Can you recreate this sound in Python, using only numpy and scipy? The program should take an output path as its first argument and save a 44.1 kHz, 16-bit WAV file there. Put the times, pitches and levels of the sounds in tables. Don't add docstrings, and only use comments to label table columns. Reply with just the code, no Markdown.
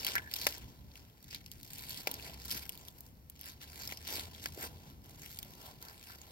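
import sys
import numpy as np
from scipy import signal
from scipy.fft import rfft, irfft, next_fast_len
from scipy.io import wavfile
from scipy.ndimage import uniform_filter1d

SR = 44100
rng = np.random.default_rng(int(sys.argv[2]) if len(sys.argv) > 2 else 0)


def put_to_file(sound):
    columns = np.atleast_2d(sound).T
    safe = np.clip(columns, -1, 1)
    whole_steps = np.round(safe * 32767)
    wavfile.write(sys.argv[1], SR, whole_steps.astype(np.int16))


N = 278271
TIME_S, HIT_S = np.arange(N) / SR, np.arange(2600) / SR

# (time of full pressure [s], build-up [s], hold [s], release [s],
# weeds [dB], grit [dB], extra fizz of thin leaves [dB])
FOOTFALLS = [(0.073, 0.09737, 0.04719, 0.03768, -41, -48.5, -1),
             (0.362, 0.04481, 0.10603, 0.09575, -44.5, -54, 0),
             (0.963, 0.04295, 0.01249, 0.0706, -59, -64.5, -1),
             (1.341, 0.06912, 0.011328, 0.05145, -52.5, -68, -1),
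             (1.822, 0.17095, 0.18886, 0.03735, -50.5, -61, 2.0),
             (2.072, 0.02556, 0.02248, 0.0577, -58, -50.5, -2.5),
             (2.277, 0.19, 0.018054, 0.0693, -50, -57.5, -1),
             (2.539, 0.0632, 0.01195, 0.05049, -41, -54, 2), (2.696, 0.13, 0.18277, 0.03085, -62.5, -64, 3),
             (2.958, 0.061, 0.12514, 0.02777, -72, -68.5, 7.5),
             (3.459, 0.05544, 0.045, 0.038, -51, -62.5, -0.5),
             (3.615, 0.00938, 0.01135, 0.07424, -49.5, -64, -0.5),
             (3.792, 0.062, 0.06853, 0.09307, -48.0, -56.5, 1.0),
             (4.1, 0.028182, 0.05368, 0.05089, -39.5, -48.5, 0.5),
             (4.423, 0.095, 0.01143, 0.1099, -52.5, -61, 0.5),
             (4.619, 0.04087, 0.03924, 0.0158, -47.5, -51, 3),
             (4.761, 0.1893, 0.14656, 0.03219, -69.5, -62.0, 2),
             (5.052, 0.01672, 0.1077, 0.0322, -67.5, -62.5, 2.5),
             (5.19, 0.01579, 0.18276, 0.04326, -56.5, -66.0, 3),
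             (5.419, 0.04524, 0.11917, 0.02996, -62, -61, 3), (5.592, 0.036, 0.108, 0.02714, -60, -56, 3),
             (5.825, 0.02504, 0.03015, 0.07223, -57, -59, 3.5),
             (6.051, 0.158, 0.0927, 0.01994, -60.5, -68, 2), (6.21, 0.159, 0.0248, 0.1729, -63, -62, 3)]


def gain_of(db):
    return 10 ** (np.asarray(db) / 20)


def unit_rms(x):
    return x / np.sqrt(np.mean(x ** 2) + 1e-20)


def unit_energy(x):
    return x / np.sqrt(np.sum(x ** 2, axis=-1, keepdims=True) + 1e-20)


def log_interp(points, hz):
    point_hz, value = np.transpose(points)
    return np.interp(np.log(hz + 1), np.log(point_hz + 1), value)


def envelope(points):
    return gain_of(np.interp(TIME_S, *np.transpose(points)))


def coloured(x, colour):
    size = next_fast_len(N, True)
    response = gain_of(log_interp(colour, np.fft.rfftfreq(size, 1 / SR)))
    return irfft(rfft(x, size) * response, size)[..., :N]


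def add(mix, start_s, sound):
    part = mix[:, max(round(start_s * SR), 0):][:, :sound.shape[-1]]
    part += sound[..., :part.shape[1]]


def noise_pair(size, apart):
    noise = rng.standard_normal((3, size))
    return noise[0] + apart * noise[1:]


def burst(decay_s, apart):
    return unit_energy(noise_pair(len(HIT_S), apart) * np.exp(-HIT_S / decay_s))


def fracture(rise_s, apart):
    age = HIT_S / rise_s
    noise = rng.standard_normal((3, len(HIT_S)))
    treble = signal.lfilter(*signal.butter(1, 1500, "highpass", fs=SR), noise[1:])
    return unit_energy((noise[0] + apart * treble) * age * np.exp(-age))


def ring(hz, t60_s):
    return unit_energy(np.sin(2 * np.pi * hz * HIT_S) * gain_of(-60 * HIT_S / t60_s))


def grains(per_s, spread_db, cap, band_hz, t60_cycles, decay_s, apart):
    out = np.zeros((2, N))
    kinds = [(burst(decay_s, apart) + 0.3092 * ring(hz, t60_cycles / hz))[:, :512]
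             for hz in np.geomspace(*band_hz, 48)]
    size = gain_of(spread_db * np.minimum(rng.exponential(1, N), cap))
    kind = rng.integers(0, len(kinds), N)
    for at in np.flatnonzero(rng.random(N) < per_s / SR):
        add(out, at / SR, size[at] * kinds[kind[at]])
    return out


def rumble():
    levels = [(0, -54), (.4, -58.5), (.6, -55), (.9, -56), (1.15, -62), (1.35, -55.5), (2.6, -56),
              (3.2, -60.5), (4.3, -57.5), (4.75, -55), (5.6, -58), (6.31, -62.5)]
    spectrum = [(15, -32), (30, -9.5), (50, -1.5), (68, 1.5), (95, -0.5), (125, -1.5), (160, -4), (215, -7),
                (280, -9.5), (420, -22), (900, -46.5), (3000, -48)]
    swell_db = unit_rms(coloured(rng.standard_normal(N), [(1, 0), (6, 0), (20, -40), (60, -120)]))
    noise = unit_rms(coloured(noise_pair(N, apart=0.4401), spectrum))
    return envelope(levels) * gain_of(swell_db) * noise


def engine():
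    running = [(0, 66, -78), (0.621, 69, -55), (1.1, 68, -68), (1.999, 68, -80.5), (2.298, 67.2, -55.5),
               (2.599, 66, -55.5), (2.899, 69, -69), (3.999, 78.5, -57), (4.9, 81, -62), (5.5, 76, -82),
               (6.31, 71, -61.5)]
    time_s, firing_hz, level_db = np.transpose(running)
    waver = unit_rms(coloured(rng.standard_normal(N), [(1, -0.5), (6, -1), (20, -53), (60, -120)]))
    cycles = np.cumsum(np.interp(TIME_S, time_s, firing_hz) * (1 + 0.02515 * waver)) / SR
    orders = sum(gain_of(db) * np.sin(2 * np.pi * k * cycles) for k, db in [(1, 0), (2, -11), (3, -15)])
    flutter_db = 2.116 * np.roll(waver, N // 2)
    return envelope(np.c_[time_s, level_db]) * gain_of(flutter_db) * unit_rms(orders)


def air():
    spectrum = [(100, -10.5), (500, -2), (900, -8.5), (1500, -14.5), (4000, -20.5), (9000, -17),
                (16000, -11.5)]
    return gain_of(-66) * unit_rms(coloured(noise_pair(N, apart=1), spectrum))


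def rock_scatter(x, level_db, decay_s):
    tail = rng.standard_normal((2, len(HIT_S))) * np.exp(-HIT_S / decay_s) * (HIT_S > .002)
    return signal.oaconvolve(x, gain_of(level_db) * unit_energy(tail), axes=1)[:, :N]


def boot_pressure(peaks_db, rest_db, linger=1):
    settle_db, settle_s = -31, 0.088
    power = gain_of(rest_db) ** 2
    t = TIME_S[::64]
    for (full_s, build_s, hold_s, release_s, *_), db in zip(FOOTFALLS, peaks_db):
        rise = np.exp(-np.maximum(full_s - t, 0) / build_s)
        after = np.maximum(t - full_s - hold_s, 0) / linger
        fall = np.maximum(np.exp(-after / release_s), gain_of(settle_db) * np.exp(-after / settle_s))
        power = power + (gain_of(db) * rise * fall) ** 2
    return np.interp(TIME_S, t, np.sqrt(power))


def scrapes():
    # (midpoint [s], nominal length [s], centre
    # [Hz], bandwidth [Hz], level [dB])
    scuffs = [(.164, 0.024, 1751, 450, -37), (0.196, .022, 1655, 299.3, -48.5),
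              (0.258, .08, 1730, 280.4, -56.5), (2.274, 0.09494, 627.8, 400.6, -58),
              (2.545, 0.05236, 269, 258.7, -51.5), (4.584, 0.04266, 462.3, 357.6, -49.5),
              (4.626, 0.08418, 867.3, 1224, -49.5), (4.623, 0.058, 1994, 1211, -54.5),
              (5.669, 0.073, 842.2, 449, -62), (5.876, 0.12238, 1170, 824, -60),
              (6.119, 0.08366, 1272, 784.1, -59)]
    out = np.zeros((2, N))
    for mid_s, length_s, hz, width_hz, db in scuffs:
        size = round(1.5 * length_s * SR)
        friction = noise_pair(size, apart=0.2436)
        slip_db = 6.634 * unit_rms(uniform_filter1d(rng.standard_normal(size), size=120))
        edges_hz = [max(hz - width_hz / 2, 60), hz + width_hz / 2]
        band = signal.butter(2, edges_hz, "bandpass", fs=SR, output="sos")
        scuff = unit_rms(signal.sosfilt(band, friction * gain_of(slip_db)))
        add(out, mid_s - size / SR / 2, gain_of(db) * scuff * np.hanning(size))
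    return out


def grit():
    colour = [(80, -15), (170, -22.5), (260, 2.5), (480, 0.5), (680, -2.5), (900, 2), (1250, -4),
              (1700, -11), (3000, -7), (8000, -10.5)]
    *_, grit_db, _ = np.transpose(FOOTFALLS)
    crunch = grains(per_s=800, spread_db=4.5, cap=1.3925, band_hz=(368.05, 2121.4),
                    t60_cycles=8.128, decay_s=0.003308, apart=0.7543)
    return boot_pressure(grit_db, rest_db=-89.5, linger=2.1967) * unit_rms(coloured(crunch, colour))


def stone_knocks():
    # (time [s], clack pitch [Hz], thud [dB], clack [dB], crack [dB], nominal crack length [s])
    impacts = [(0.1542, 1724, -21.5, -2, -2.5, 0.0003656), (0.1811, 2189, -43.5, -5.5, -16, 0.000799),
               (0.4678, 1931, -0.5, -1.5, 6, 0.0006655), (1.329, 1861, -31, -21.5, -28, 0.000897),
               (1.347, 2081, -32.5, -35.5, -17.5, 0.001067), (2.0723, 2339, -4.5, -5, -1, 0.0006922),
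               (3.9229, 2079, -23.5, -14.5, -12.5, 0.000943), (4.4583, 1729, -20, -9.5, -12.5, 0.000301)]
    bed_modes = [(337, -16, 0.01927), (507.1, 5.5, 0.0101), (596.43, 4, 0.0733), (778.6, -2, 0.04355)]
    out = np.zeros((2, N))
    for time_s, hz, thud_db, clack_db, crack_db, length_s in impacts:
        detune = rng.uniform(.98, 1.02)
        bed = unit_energy(sum(gain_of(db) * ring(f * detune, t60_s) for f, db, t60_s in bed_modes))
        soil_push = ring(570.74 * detune, t60_s=0.007362)
        thud = unit_energy(soil_push + gain_of(-5) * bed)
        side_modes = 0.1302 * ring(hz * 0.59, t60_s=0.0096) + 0.252 * ring(hz * 1.4715, t60_s=0.00844)
        clack = unit_energy(ring(hz, t60_s=0.006135) - side_modes)
        onset = fracture(0.628 * length_s, apart=0.5035)
        crack = unit_energy(onset + gain_of(0.5) * burst(decay_s=0.004217, apart=0.6927))
        add(out, time_s, gain_of(thud_db) * thud + gain_of(clack_db) * clack + gain_of(crack_db) * crack)
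    bass_cut = signal.butter(3, 230, "highpass", fs=SR, output="sos")
    colour = [(330, -8.5), (900, -1), (2000, -8), (5000, -5.5), (9000, -4), (15000, -6)]
    return coloured(signal.sosfilt(bass_cut, out), colour)


def stalk_snaps():
    breaks = [(0.0478, -9, 4374, 3.5), (0.0669, -8, 2814, 0.5), (.314, -20, 4470, 5),
              (0.3387, -9, 4658, 5.5), (.363, -13, 4338, 2.5), (0.4147, -16, 4068, 4),
              (.488, -18, 4950, -7), (.5245, -20, 4026, 7), (.5814, -26, 3920, -12.5),
              (.9559, -27, 2829, 9), (1.2276, -32.5, 4008, -3.5), (1.243, -31.5, 4503, -9.5),
              (1.31, -24.5, 5144, 11), (1.3472, -16.5, 4414, 10), (1.462, -24.5, 5183, 8.5),
              (1.516, -22.5, 4722, -3.5), (1.631, -25.5, 4754, -3), (1.734, -21.5, 3754, -29.5),
              (1.7839, -23.5, 2230, -6.5), (1.8948, -21, 2413, -8.5), (2.1142, -14, 4015, -6),
              (2.141, -17, 5314, 1), (2.1975, -24, 2612, 5.5), (2.4545, -21.5, 5392, -15),
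              (2.513, -11, 5286, 1), (2.6936, -14.5, 3058, -7), (2.7224, -28, 3182, -12.5),
              (2.753, -29.5, 4353, -11), (2.776, -27.5, 4393, 1), (2.884, -23, 3530, -3.5),
              (3.0069, -26.5, 4033, -18.5), (3.299, -25, 7260, -10), (3.3934, -31.5, 2992, -5.5),
              (3.4124, -23, 3109, -5.5), (3.4582, -25, 4020, -9), (3.8755, -15, 5290, 5),
              (3.9731, -22, 5230, 10.5), (4.0764, -16.5, 4914, -1.5), (4.1948, -17, 4189, 14),
              (4.3487, -25, 3661, 12), (4.4407, -20, 2734, 3), (4.459, -14, 4576, 4.5),
              (5.2614, -26, 3023, 4), (5.389, -17, 5033, -2.5), (5.4292, -20, 3642, -2.5),
              (5.8261, -24, 5283, 0), (6.216, -27, 6801, 10.5)]
    out = np.zeros((2, N))
    for time_s, db, stem_hz, ring_db in breaks:
        rise_s = .00035 * 2 ** ((db + 23.5) / 13.5)
        drive = fracture(rise_s, apart=0.5759)
        stem = signal.fftconvolve(drive, ring(stem_hz, t60_s=0.00361)[None], axes=1)
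        stem = unit_energy(stem[:, :len(HIT_S)])
        snap = unit_energy(fracture(rise_s, apart=0.95) + gain_of(ring_db) * stem)
        tearing = gain_of(-13.5) * burst(decay_s=0.00324, apart=1)
        add(out, time_s - rise_s, gain_of(db) * (snap + tearing))
    return coloured(out, [(200, -19), (1300, -19), (2600, -2), (5000, -4.5), (9000, 4.5), (15000, 6.5)])


def patchy(x, depth_db):
    *_, spectra = signal.stft(x, SR, nperseg=256)
    drift = uniform_filter1d(rng.standard_normal(spectra.shape[1:]), size=9, axis=0)
    drift = unit_rms(uniform_filter1d(drift, size=14, axis=1))
    return signal.istft(spectra * gain_of(depth_db * drift), SR, nperseg=256)[1][:, :N]


def weeds():
    colour = [(500, -54.5), (1200, -5), (2200, -1.5), (3300, -1.5), (4500, 0), (6000, -2), (8500, -1),
              (11000, -2), (13000, -2), (16000, -4.5)]
    *_, crush_db, _, fizz_db = np.transpose(FOOTFALLS)
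    crush = boot_pressure(crush_db, rest_db=-83)
    fizz = boot_pressure(crush_db + fizz_db, rest_db=-83)
    density = np.clip(unit_rms(crush), .05, 3) ** .6
    clumps = unit_rms(uniform_filter1d(uniform_filter1d(rng.standard_normal(N), size=260), size=120))
    per_s = 750 * density * gain_of(4 * np.clip(clumps, -2, 2))
    crackle = grains(per_s, spread_db=5.2, cap=3.2, band_hz=(2200, 14000),
                     t60_cycles=14, decay_s=.0008, apart=.9)
    crackle = unit_rms(crackle / np.sqrt(density))
    rustle = gain_of(-8) * unit_rms(noise_pair(N, apart=.9))
    twigs = grains(per_s=35 * density, spread_db=3, cap=2, band_hz=(2600, 6500),
                   t60_cycles=16, decay_s=.0011, apart=1)
    twigs = gain_of(-13.5) * unit_rms(twigs / np.sqrt(density))
    stalks = unit_rms(coloured(patchy(crackle + rustle + twigs, depth_db=2.5), colour))
    leaves = coloured(stalks, [(3000, -58), (5500, -6), (8000, 4.5), (16000, 6.5)])
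    return crush * stalks + (fizz - crush) * leaves


def scene():
    steps = weeds() + grit() + scrapes() + stalk_snaps() + stone_knocks()
    return steps + rock_scatter(steps, level_db=-8, decay_s=0.0030227) + rumble() + engine() + air()


def record(dry):
    ports = [(254.35, 0, -0.5, 0), (521.2, -1, -1.5, -0.4362), (903.2, -0.5, 2.5, -0.354),
             (1146.6, -3, -0.5, 0.6743), (1328.7, 1.5, 0.5, 2.5), (1905.1, 4.5, 6, 0.7583),
             (2439.7, 5.5, -7, 4), (3531.6, 5.5, 2, 4.5), (5011.2, -1, 7.5, 7.5), (5381, 5.5, 0, 6),
             (6594.4, 1, 2, 7), (8210, -8, -5.5, 7), (10895, -2.5, -1, 7), (12524, 1.5, 1, 7.5)]
    right_delay_s, cutoff_hz = .000227, 15900
    hz, left_db, right_db, extra_rad = np.transpose(ports)
    bins_hz = np.fft.rfftfreq(N, 1 / SR)
    lag_rad = log_interp(np.c_[hz, extra_rad], bins_hz) + 2 * np.pi * bins_hz * right_delay_s
    left = gain_of(log_interp(np.c_[hz, left_db], bins_hz))
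    right = gain_of(log_interp(np.c_[hz, right_db], bins_hz)) * np.exp(-1j * lag_rad)
    picked_up = irfft(rfft(dry) * np.array([left, right]), N)
    low_pass = signal.firwin(255, cutoff_hz, window=("kaiser", 9), fs=SR)
    return signal.oaconvolve(picked_up, low_pass[None], "same")


dry = scene()
out = record(dry)
put_to_file(out)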